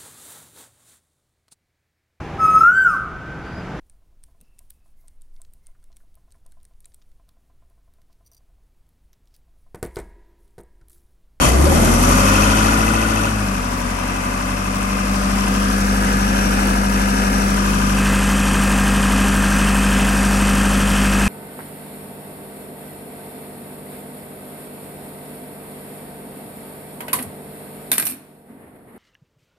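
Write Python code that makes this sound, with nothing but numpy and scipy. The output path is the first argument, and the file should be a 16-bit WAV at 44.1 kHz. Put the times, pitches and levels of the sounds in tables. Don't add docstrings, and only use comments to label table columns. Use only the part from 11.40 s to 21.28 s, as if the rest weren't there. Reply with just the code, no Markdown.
import sys
import numpy as np
from scipy import signal
from scipy.io import wavfile
from scipy.ndimage import uniform_filter1d

SR = 44100
rng = np.random.default_rng(int(sys.argv[2]) if len(sys.argv) > 2 else 0)


def generate_wav(signal):
    frames = np.transpose(np.atleast_2d(signal))
    scaled = np.clip(frames, -1, 1) * 32767
    pcm = np.round(scaled).astype(np.int16)
    wavfile.write(sys.argv[1], SR, pcm)


def natural_amplitude(level_db):
    exponent = np.asarray(level_db, float) / 20
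    return 10 ** exponent


N = 435708

QUIET_DB = -29
CRANK_S = (0.34, 0.98)
FAN_RATIO = 5.35
# (time [s], firing rate [Hz])
SPEED = [(0, 23.98), (.16, 32.21), (.27, 36.86), (.46, 42.62), (.69, 47.41), (.93, 50.86), (1.26, 54.03),
         (1.62, 55.05), (1.9, 53.71), (2.2, 46.5), (2.5, 46.05), (3.05, 47.86), (3.47, 49.05),
         (4.24, 49.41), (5.64, 49.5), (6.7, 49.42), (8.2, 49.58), (9.88, 49.68)]
# (time [s], level [dB])
ENGINE = [(0, -27), (.16, -19.5), (.27, -18.5), (.46, -16), (.69, -16), (.92, -18), (1.27, -20.5),
          (1.62, -24.5), (1.9, -26.5), (2.21, -26), (2.7, -27.5), (3.25, -27), (3.53, -25), (4.4, -21.5),
          (5.64, -21.5), (6.4, -21.5), (6.7, -21), (9.88, -20.5)]
# (time [s], share of full fuel [0-1])
FUEL = [
    (0, 0.78),
    (.8, 0.89),
    (1.89, 0.93),
    (1.93, 0.01),
    (9.88, 0.06),
]
# (time [s], share [0-1])
HELD_IN = [
    (3.9, 0.03),
    (4.45, 0.94),
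    (6, 1.),
    (6.3, 0.37),
]


def evened(x):
    return x / np.sqrt(np.mean(x ** 2, axis=-1, keepdims=True) + 1e-20)


def over_time(rows, t):
    seconds, values = np.transpose(rows)
    return np.interp(t, seconds, values)


def over_hz(rows, hz):
    table_hz, *values = np.transpose(rows)
    return [np.interp(np.log(hz + 1), np.log(table_hz + 1), v)[:, None] for v in values]


def drift(rate_hz, t):
    steps = rng.standard_normal(int(N / SR * 40) + 2)
    smooth = signal.filtfilt(*signal.butter(2, np.clip(rate_hz / 20, .01, .9)), steps)
    return np.interp(t * 40, np.arange(len(steps)), evened(smooth))


def held_chance(t, rows):
    block_s = .0232
    return rng.random((rows, int(N / SR / block_s) + 9))[:, (t / block_s).astype(int)]


def spectra(x):
    return signal.stft(x, SR, nperseg=1024, noverlap=768)


def waves(z):
    return signal.istft(z, SR, nperseg=1024, noverlap=768)[1][..., :N]


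def band_pass(x, order, low_hz, high_hz):
    return signal.sosfilt(signal.butter(order, [low_hz, high_hz], "band", fs=SR, output="sos"), x)


def bump(hz, centre_hz, width_hz, db):
    return db / (1 + (2 * (hz - centre_hz) / width_hz) ** 2)


def narrowing(t):
    return np.interp(t, [6.52, 6.62], [0, 1])


def clatter_levels(t):
    louder_db = over_time(ENGINE, t) - QUIET_DB
    fuel, near = over_time(FUEL, t), narrowing(t)
    starter = np.interp(t, CRANK_S, [1, 0])
    pinion = np.exp(-((t - 0.041) / 0.061) ** 2)
    level_db = -28.5 + 0.41 * louder_db + 5 * fuel - 2.5 * starter + 8.5 * pinion + 1.17 * near
    hiss_db = -0.35 + 0.43 * louder_db + 3 * starter + 4 * pinion - 1.5 * near
    rumble_db = -3 + 0.21 * louder_db - 1.5 * fuel + 10 * starter - 3.5 * pinion + 3.5 * near
    return level_db, hiss_db, rumble_db


def impacts(firings, fuel, count, jitter_ms, spread_db, cylinder_spread):
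    places = (np.arange(count) + rng.random(count)) / count
    sizes = natural_amplitude(spread_db * rng.standard_normal(count))
    uneven = rng.standard_normal((4, count))
    cylinders = np.sign(uneven + .5) * (1 + cylinder_spread * np.tanh(uneven[::-1]))
    cylinders = evened(cylinders - 0.77 * cylinders.mean(0))
    number = np.arange(int(firings[-1]))
    chance = rng.standard_normal((len(number), count, 2))
    loose_ms = jitter_ms + .07 * np.interp(number, firings, fuel)[:, None]
    at = np.interp(number[:, None] + places, firings, np.arange(N))
    at += chance[..., 0] * loose_ms / 1000 * SR
    size = sizes * cylinders[number % 4] * natural_amplitude(chance[..., 1])
    return np.bincount(np.clip(at, 0, N - 1).astype(int).ravel(), size.ravel(), N)


def knocks(firings, fuel):
    t = np.arange(SR // 8) / SR
    bands_hz = (60, 890, 1880, 3340, 6070, 16500)
    decays_s = (0.21, 0.12, 0.066, 0.13, 0.078)
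    out = np.zeros((2, N))
    for low_hz, high_hz, t60 in zip(bands_hz, bands_hz[1:], decays_s):
        echoes = rng.standard_normal((2, len(t))) * natural_amplitude(-60 * t / t60)
        echoes = band_pass(echoes, 3, low_hz, high_hz)
        train = impacts(firings, fuel, count=9, jitter_ms=.015, spread_db=4.5, cylinder_spread=0.69)
        ringing = signal.oaconvolve(train[None], echoes, axes=1)[:, :N]
        out += np.sqrt(high_hz - low_hz) * evened(ringing)
    return evened(out)


def gated_hiss(firings):
    turn = 2 * np.pi * firings
    late_turn = 2 * np.pi * (firings - .2)
    beat = 0.056 * np.cos(late_turn) + 0.075 * np.cos(2 * late_turn)
    beat += 0.0095 * np.cos(turn / 4) + 0.007 * np.cos(3 * turn / 4)
    flicker = evened(uniform_filter1d(rng.standard_normal(N), 300))
    swell = np.exp(1.1 * beat + 0.11 * flicker + .06 * drift(6., np.arange(N) / SR))
    return evened(rng.standard_normal((2, N)) * swell)


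def blows(rows, firings):
    fresh_share = 0.25
    t = np.arange(1400) / SR
    out = np.zeros((2, N + len(t)))
    cycles = np.arange(int(firings[-1] / 4))
    for place, hz, width_hz, db in rows:
        at = np.interp(4 * cycles + place, firings, np.arange(N)).astype(int)
        same = np.sqrt(SR / hz) * np.cos(2 * np.pi * (hz * t + rng.random((2, 1))))
        fresh = rng.standard_normal((len(at), 2, len(t)))
        t60 = 0.008 + 14 / hz
        strike = np.sqrt(1 - fresh_share) * same + np.sqrt(fresh_share) * fresh
        strike = strike * np.tanh(t / 0.001) * natural_amplitude(-60 * t / t60)
        rings = evened(band_pass(strike, 2, hz - width_hz / 2, hz + width_hz / 2))
        rings *= natural_amplitude(db + .8 + 1.3 * fresh[:, :1, :1])
        rings *= np.sqrt(width_hz * t60 / np.log(1000) / len(t))
        for start, ring in zip(at, rings):
            out[:, start:start + len(t)] += ring
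    return out[:, :N]


def clatter_colour(hz, t):
    # (frequency [Hz], level [dB per Hz])
    wide_colour = [(35, 9), (70, -7), (230, 7.5), (330, -1.5), (420, -0.5), (750, -3.5), (1250, 0),
                   (2000, -7.5), (2700, -9), (3700, -15), (5600, -14), (7600, -15.5), (10600, -16),
                   (12200, -24.5)]
    near_colour = [(35, 7), (70, -7.5), (230, 3.5), (330, -6.5), (420, -3), (750, -5), (1250, -2.5),
                   (2000, -6), (2700, -8), (3700, -15), (5600, -17), (7600, -14), (10600, -13),
                   (12200, -20)]
    # (frequency [Hz], width [Hz], wide-aim lift [dB], narrow-aim lift [dB],
    # extra under full fuel [dB], extra when held in close [dB])
    block_rings = [(335, 36, 3, 7, 2.5, 4), (553.5, 22, 1, 4.5, 8.5, 1), (738, 154, 5.5, 2.5, -0.5, 0.5),
                   (1020, 53, 3.5, 2, 4, 5.5), (840, 110, 0, 2.5, -1, 1.5), (1172, 110, 8.5, 4.5, -2, -5),
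                   (1445, 65, 4, -2, 2, -0.5), (1607, 184, -3, 3.5, -3, 6), (2040, 42, 9, 10, 0.5, -4),
                   (2560, 270, 5.5, 5.5, 0.5, -2.5), (3110, 390, 2, 4.5, 3, 3.5), (4590, 63, 4, 9, 3, -4),
                   (5130, 100, 6, 6, -5, 0), (4920, 50, 2, 3.5, 1.5, 1), (5686, 126, 10, 6.5, -3.5, 1),
                   (6090, 210, 6.5, 7, 0.5, -2), (6870, 140, 8.5, 9.5, -1, -7.5),
                   (8450, 330, 2.5, 8, -6, -2.5)]
    # (frequency [Hz], width [Hz], lift [dB], middle [s], half length [s])
    start_rings = [(2720, 330, -5, .15, 0.68), (5900, 1500, 3, 0.96, 0.25), (560, 50, 8, 0.31, 0.044),
                   (345, 50, 12, 0.24, 0.066), (450, 150, -1.5, 0.42, 0.59), (198, 50, -16, 0.82, 0.22),
                   (2050, 450, -2.5, 2, 0.42), (140, 60, -1, 0.66, .3), (4560, 1800, -2.5, 0.44, 0.47),
                   (990, 50, 5, 0.97, 0.23), (555, 35, 5, 0.77, 0.23), (1330, 170, 3.5, 0.63, 0.53),
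                   (265, 49, 4, 2.25, 0.13), (560, 44, 5, 0.051, 0.1), (5000, 250, 4, 4., 0.45)]
    near, fuel, held_in = narrowing(t), over_time(FUEL, t), over_time(HELD_IN, t)
    colour_db = (1 - near) * over_hz(wide_colour, hz)[0] + near * over_hz(near_colour, hz)[0]
    hz = hz[:, None]
    for ring_hz, width_hz, wide_db, near_db, fuel_db, held_db in block_rings:
        lift_db = (1 - near) * wide_db + near * near_db + fuel * fuel_db + held_in * held_db
        wandering_hz = ring_hz * (1 + 0.0043 * drift(2.3, t))
        colour_db += bump(hz, wandering_hz, width_hz, lift_db + 1.5 * drift(2.55, t))
    for ring_hz, width_hz, db, middle_s, half_s in start_rings:
        colour_db += bump(hz, ring_hz, width_hz, db * np.exp(-((t - middle_s) / half_s) ** 2))
    notch_hz = np.interp(held_in, [0, 1], [405, 1090])
    colour_db += bump(hz, notch_hz, 126, -6.5 * np.tanh(6 * held_in))
    colour_db += bump(hz, 3 * notch_hz, 330, -7. 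* held_in)
    colour_db += bump(hz, 10550, 900, 4)
    return colour_db - np.clip(hz - 12300, 0, 1200) * .012


def clatter(firings, fuel):
    # (frequency [Hz], share [0-1])
    repeats = [(250, 0.11), (350, 0.2), (700, 0.13), (1300, 0.28), (2500, 0.18), (4000, 0.44), (9000, 0.56)]
    # (place in the cycle [firings 0-4], frequency [Hz], width [Hz], level over the clatter [dB])
    light_blows = [(2.84, 980, 330, 9), (2.86, 1550, 600, 10), (2.3, 600, 220, 9), (3.25, 730, 240, 7),
                   (.3, 520, 200, 7), (3.8, 700, 240, 6), (3.78, 1200, 350, 4), (.75, 1200, 350, 4),
                   (2.03, 950, 300, 5), (1.9, 1320, 400, 5), (1.1, 1500, 400, 3), (1.05, 500, 180, 5),
                   (1.75, 2150, 500, 5), (3.66, 2150, 500, 4), (2.25, 2640, 600, 5), (2.75, 2900, 800, 4.5),
                   (.3, 2640, 600, 3), (.1, 3600, 900, 3), (.12, 7900, 3000, 5), (1.17, 7300, 3000, 6.5),
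                   (2.15, 7300, 3000, 7), (3.15, 7600, 3000, 2), (1.33, 4800, 1300, 5),
                   (2.35, 5200, 1400, 4.5)]
    fuel_blows = [(.42, 1450, 450, 10), (.72, 1450, 450, 10), (3.04, 2620, 500, 12), (1.04, 2600, 450, 6),
                  (1.66, 1960, 450, 7), (2.47, 1960, 450, 6), (2.12, 810, 280, 10), (2.87, 660, 240, 10),
                  (3.1, 850, 280, 8), (3.47, 1230, 400, 10), (1.46, 1200, 380, 6), (2.6, 1460, 400, 5),
                  (.12, 600, 220, 5), (1.17, 490, 180, 7), (.85, 3550, 800, 4), (1.25, 3550, 800, 4),
                  (2.48, 6300, 2200, 5), (.3, 7000, 2400, 3), (1.42, 8600, 2600, 6), (2.42, 8800, 2600, 6),
                  (3.6, 9500, 2400, 4)]
    chug = np.exp(0.1 * fuel * np.cos(np.pi * firings))
    hz, t, z_knock = spectra(chug * knocks(firings, fuel))
    z_hiss = spectra(np.sqrt(chug) * gated_hiss(firings))[2]
    sharpen = np.interp(firings, [18, 55], [.5, 1.2])
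    struck = fuel * sharpen * blows(fuel_blows, firings) + (1 - fuel) * blows(light_blows, firings)
    z_blows = spectra(struck)[2]
    fuelled = over_time(FUEL, t)
    share = np.clip(over_hz(repeats, hz)[0], 0, 1)
    share = np.clip(share + 0.03 * fuelled, 0, 1)
    level_db, hiss_db, rumble_db = clatter_levels(t)
    level_db = level_db + 11.29 + 2.17 * (1 - narrowing(t))
    colour_db = clatter_colour(hz, t)
    hz = hz[:, None]
    high = 1 / (1 + (3300 / (hz + 1)) ** 4)
    low = 1 / (1 + (hz / 800) ** 4) / (1 + (75 / (hz + 1)) ** 4)
    gain = natural_amplitude(colour_db + level_db + hiss_db * high + rumble_db * low)
    wash = natural_amplitude(-1.3 * (1 - fuelled) - 3 * fuelled)
    z_wash = wash * (np.sqrt(share) * z_knock + np.sqrt(1 - share) * z_hiss)
    return waves(gain * (z_wash + z_blows))


def throb_levels(t, fuel):
    # (multiple of the firing rate, level when quiet [dB], share of the loudness followed,
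    # lift when pulling [dB], lift by fuel [dB])
    main_orders = [
        (1, -30, 1.01, -2.5, 1),
        (2, -30.5, .02, 5.5, 7.5),
        (4, -28.5, 0.77, -2.5, -2),
        (3, -37.5, 1.42, -6, 4.5),
    ]
    # (frequency [Hz], level [dB])
    pipe = [(30, -20.5), (40, -0.5), (56, 2), (70, 7.5), (85, -2), (182, -9.5), (197, 3), (216, 3)]
    rate_hz = over_time(SPEED, t)
    louder_db = over_time(ENGINE, t) - QUIET_DB
    gaining = uniform_filter1d(np.gradient(rate_hz, t), size=800)
    pull = np.tanh(np.maximum(gaining, 0) / 12.6)
    catch_db = -4 * np.exp(-t / .06)
    levels_db = []
    for order, db, share, pull_db, fuel_db in main_orders:
        level_db = db + share * louder_db + pull_db * pull + fuel_db * fuel + catch_db
        levels_db.append(level_db + over_hz(pipe, order * rate_hz)[0][:, 0])
    levels_db[-1] = levels_db[-1] - 12 * np.interp(t, [2.198, 2.6, 5.8, 6.0], [0, 1, 1, 0])
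    shroud_db = bump(FAN_RATIO * rate_hz, 243.5, 60, 14)
    fan_db = -43.5 + 0.18 * louder_db + 11.5 * pull * fuel + shroud_db
    return [*levels_db, fan_db]


def throb(t, firings, levels_db, clatter_db, fuel):
    # (multiple of the four-firing cycle, level [dB])
    weak_orders = [(1, -41), (2, -42), (3, -38), (4, 0), (5, -26), (6, -22), (7, -20.5), (8, -15), (9, -31),
                   (10, -29.5), (11, -24), (12, -21), (13, -22), (14, -48), (15, -18), (16, 0), (17, -33),
                   (18, -15.5), (19, -48), (20, -9), (21, -18), (22, -23), (23, -25.5), (24, -23.5),
                   (25, -19.5)]
    light = 1 - np.maximum.accumulate(fuel[::-1])[::-1]
    turns = [firings,
             2 * firings + 0.3 - 0.3 * light,
             4 * firings + 0.35 + 0.35 * light,
             3 * firings + 0.11,
             FAN_RATIO * firings + 0.053 * drift(2.8, t)]
    wavers_db = [0.14, 1.1, 0.26, 1.4, 1.4]
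    out = np.zeros(len(t))
    for turn, db, waver_db in zip(turns, levels_db, wavers_db):
        out += natural_amplitude(db + waver_db * drift(1.9, t)) * np.cos(2 * np.pi * turn)
    for order, db in weak_orders:
        if order in (4, 8, 12, 16):
            continue
        fired = order % 4 == 0
        start = 0 if fired else rng.random()
        level_db = db + clatter_db + 2.0 + 1.8 * drift(10.0, t)
        level_db += fired * (3.1 * fuel + 1.1 * narrowing(t) - 4.)
        out += natural_amplitude(level_db) * np.cos(2 * np.pi * (order * firings / 4 + start))
    return np.sqrt(2) * out


def hum(t, firings, clatter_db, fuel):
    # (multiple of the firing rate, level held far off [dB], held in close [dB], in the narrow aim [dB])
    light_orders = [(6, -43, -44, -41), (7, -50, -43.5, -43.5), (10, -45, -37, -42.5), (11, -56, -42, -47),
                    (12, -37.5, -42, -45), (13, -42, -43, -41.5), (14, -57, -42, -41.5),
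                    (15, -39.5, -41, -42), (16.04, -49, -49, -41.5), (19, -50, -38, -40),
                    (20, -45, -44, -41.5), (20.46, -50, -43, -41), (21.13, -37, -46, -48),
                    (21.95, -39, -52, -36), (22.93, -41, -54, -48), (23.97, -41, -37, -39),
                    (25.06, -36, -32, -39.5), (26, -47, -48, -35), (27.15, -49, -32, -37.5),
                    (28, -40, -43, -39.5), (29, -49, -50, -39), (29.95, -46, -43, -42.5),
                    (30.83, -51, -34, -61), (31.93, -41, -38.5, -41), (32.83, -47, -48, -37),
                    (33.9, -42.5, -35, -42), (34.97, -52, -37.5, -39), (36.14, -55, -57, -39),
                    (37.95, -56, -41, -39), (42.1, -45, -47, -46.5), (49.5, -45, -42, -41.5),
                    (51.85, -51, -40, -38.5)]
    # (multiple of the firing rate, level [dB])
    fuel_orders = [(6, -10.5), (7.5, -12), (8.5, -11), (10, -11), (10.5, -6), (14.75, -12), (18, -8),
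                   (18.5, -10), (21, -9), (22, -4), (24, -8), (25, -10), (26, -8), (27, -7)]
    near = narrowing(t)
    far = (1 - near) * (1 - over_time(HELD_IN, t))
    close = 1 - near - far

    def sing(order):
        return np.cos(2 * np.pi * (round(4 * order) / 4 * (firings - .87) + .68 * rng.random()))

    lines, loaded = np.zeros(len(t)), np.zeros(len(t))
    for order, far_db, held_db, near_db in light_orders:
        level_db = far_db * far + held_db * close + near_db * near
        lines += natural_amplitude(level_db + drift(2.1, t)) * sing(order)
    for order, db in fuel_orders:
        loaded += natural_amplitude(db + 1.2 * drift(3.1, t)) * sing(order)
    lines *= natural_amplitude(clatter_db + 31.2 * far + 27.5 * (1 - far) - 7.0 * fuel)
    loaded *= fuel * np.interp(t, CRANK_S, [0, 1]) * natural_amplitude(clatter_db)
    return lines + loaded


def whine(t):
    # (frequency [Hz], level [dB])
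    whine_lines = [
        (15240, -55),
        (15730, -55),
    ]
    louder_db = over_time(ENGINE, t) - QUIET_DB
    share = .02 * louder_db * (1 - .85 * over_time(FUEL, t))
    share += .22 * over_time(HELD_IN, t) + .6 * narrowing(t)
    gates = uniform_filter1d(1. * (held_chance(t / 1.5, rows=2) < share), 300, axis=1)
    fuzz = .5 + .8 * evened(uniform_filter1d(rng.standard_normal((2, N)), 200, axis=1))
    out = np.zeros(N)
    for (hz, db), gate in zip(whine_lines, gates * fuzz):
        out += natural_amplitude(db) * gate * np.cos(2 * np.pi * hz * t)
    return out


def scene():
    t = np.arange(N) / SR
    rate_hz = over_time(SPEED, t) * (1 + .001 * drift(5., t))
    firings = np.cumsum(rate_hz) / SR - .14
    fuel = over_time(FUEL, t)
    rumble_cut = signal.butter(6, 45, "high", fs=SR, output="sos")
    out = signal.sosfilt(rumble_cut, clatter(firings, fuel))
    t8, firings8, fuel8 = t[::8], firings[::8], fuel[::8]
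    clatter8_db = clatter_levels(t8)[0]
    pipe_fuel = over_time(FUEL, t8 - 0.157)
    tones = throb(t8, firings8, throb_levels(t8, pipe_fuel), clatter8_db, fuel8)
    tones += hum(t8, firings8, clatter8_db, fuel8)
    out[0] += signal.resample_poly(tones, 8, 1)[:N]
    return out


def low_pass(x):
    return signal.sosfilt(signal.butter(12, 17040, fs=SR, output="sos"), x)


def record(dry):
    # (frequency [Hz], likeness [0-1], left-right [dB])
    wide_ports = [(60, 0.82, 0.4), (257, 0.75, -0.5), (410, 0.5, 1), (840, 0, 4.5), (1170, 0.64, 4),
                  (1740, 0, -1.5), (2200, 0.03, 1), (3600, 0.2, 5.5), (4890, 0, 6), (6560, 0, 15),
                  (8100, 0, 4.5),
                  (8700, .68, 1), (9500, .75, 0)]
    near_ports = [(60, 0.96, 0.42), (260, 0.92, 0.49), (413, 0.87, 0.5), (775, 0.88, 4.2), (1410, 0.6, 1.4),
                  (1520, 0.36, 1.8), (1697, 0.68, 0.44),
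                  (2050, .995, 0), (3000, .96, 0), (3800, 1, 0), (8800, 1, 0), (9000, .85, 0)]
    top_ports = [(9720, 1, 0), (10350, 1, 0), (11400, .8, 0), (11750, 1, 0)]
    # (frequency [Hz], wide aim [turns], narrow aim [turns])
    phase_turn = [(8900, 0, 0), (9720, .5, .3), (10150, .5, .47), (10330, .5, .52), (11700, 1, 1)]
    hz, t, (direct, other) = spectra(np.clip(dry, -.9, .9))
    near, held_in = narrowing(t), over_time(HELD_IN, t)
    same_wide, lean_wide_db = over_hz(wide_ports + top_ports, hz)
    same_near, lean_near_db = over_hz(near_ports + top_ports, hz)
    lagging = np.interp(hz, [250, 700, 8000, 8500], [0, 1, 1, 0])[:, None]
    lag = 2 * np.pi * hz[:, None] * 0.46 / 1000 * lagging
    same_wide = np.clip(same_wide + lagging * ((0.82 - 1) * same_wide + 0.26 * held_in), 0, 1)
    same = (1 - near) * same_wide * np.exp(-1j * lag) + near * np.clip(same_near, 0, 1)
    turn_wide, turn_near = over_hz(phase_turn, hz)
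    twist = np.exp(2j * np.pi * ((1 - near) * turn_wide + near * turn_near))
    right = same * twist * direct + np.sqrt(abs(1 - abs(same) ** 2)) * other
    right /= natural_amplitude((1 - near) * (1 - 0.24 * held_in) * lean_wide_db + near * lean_near_db - 0.16)
    edge_hz = 12150 - 230 * np.log(held_chance(t, rows=1))
    ports = waves(np.array([direct, right]) * (hz[:, None] < edge_hz))
    return low_pass(ports + whine(np.arange(N) / SR))


dry = scene()
out = record(dry)
generate_wav(out)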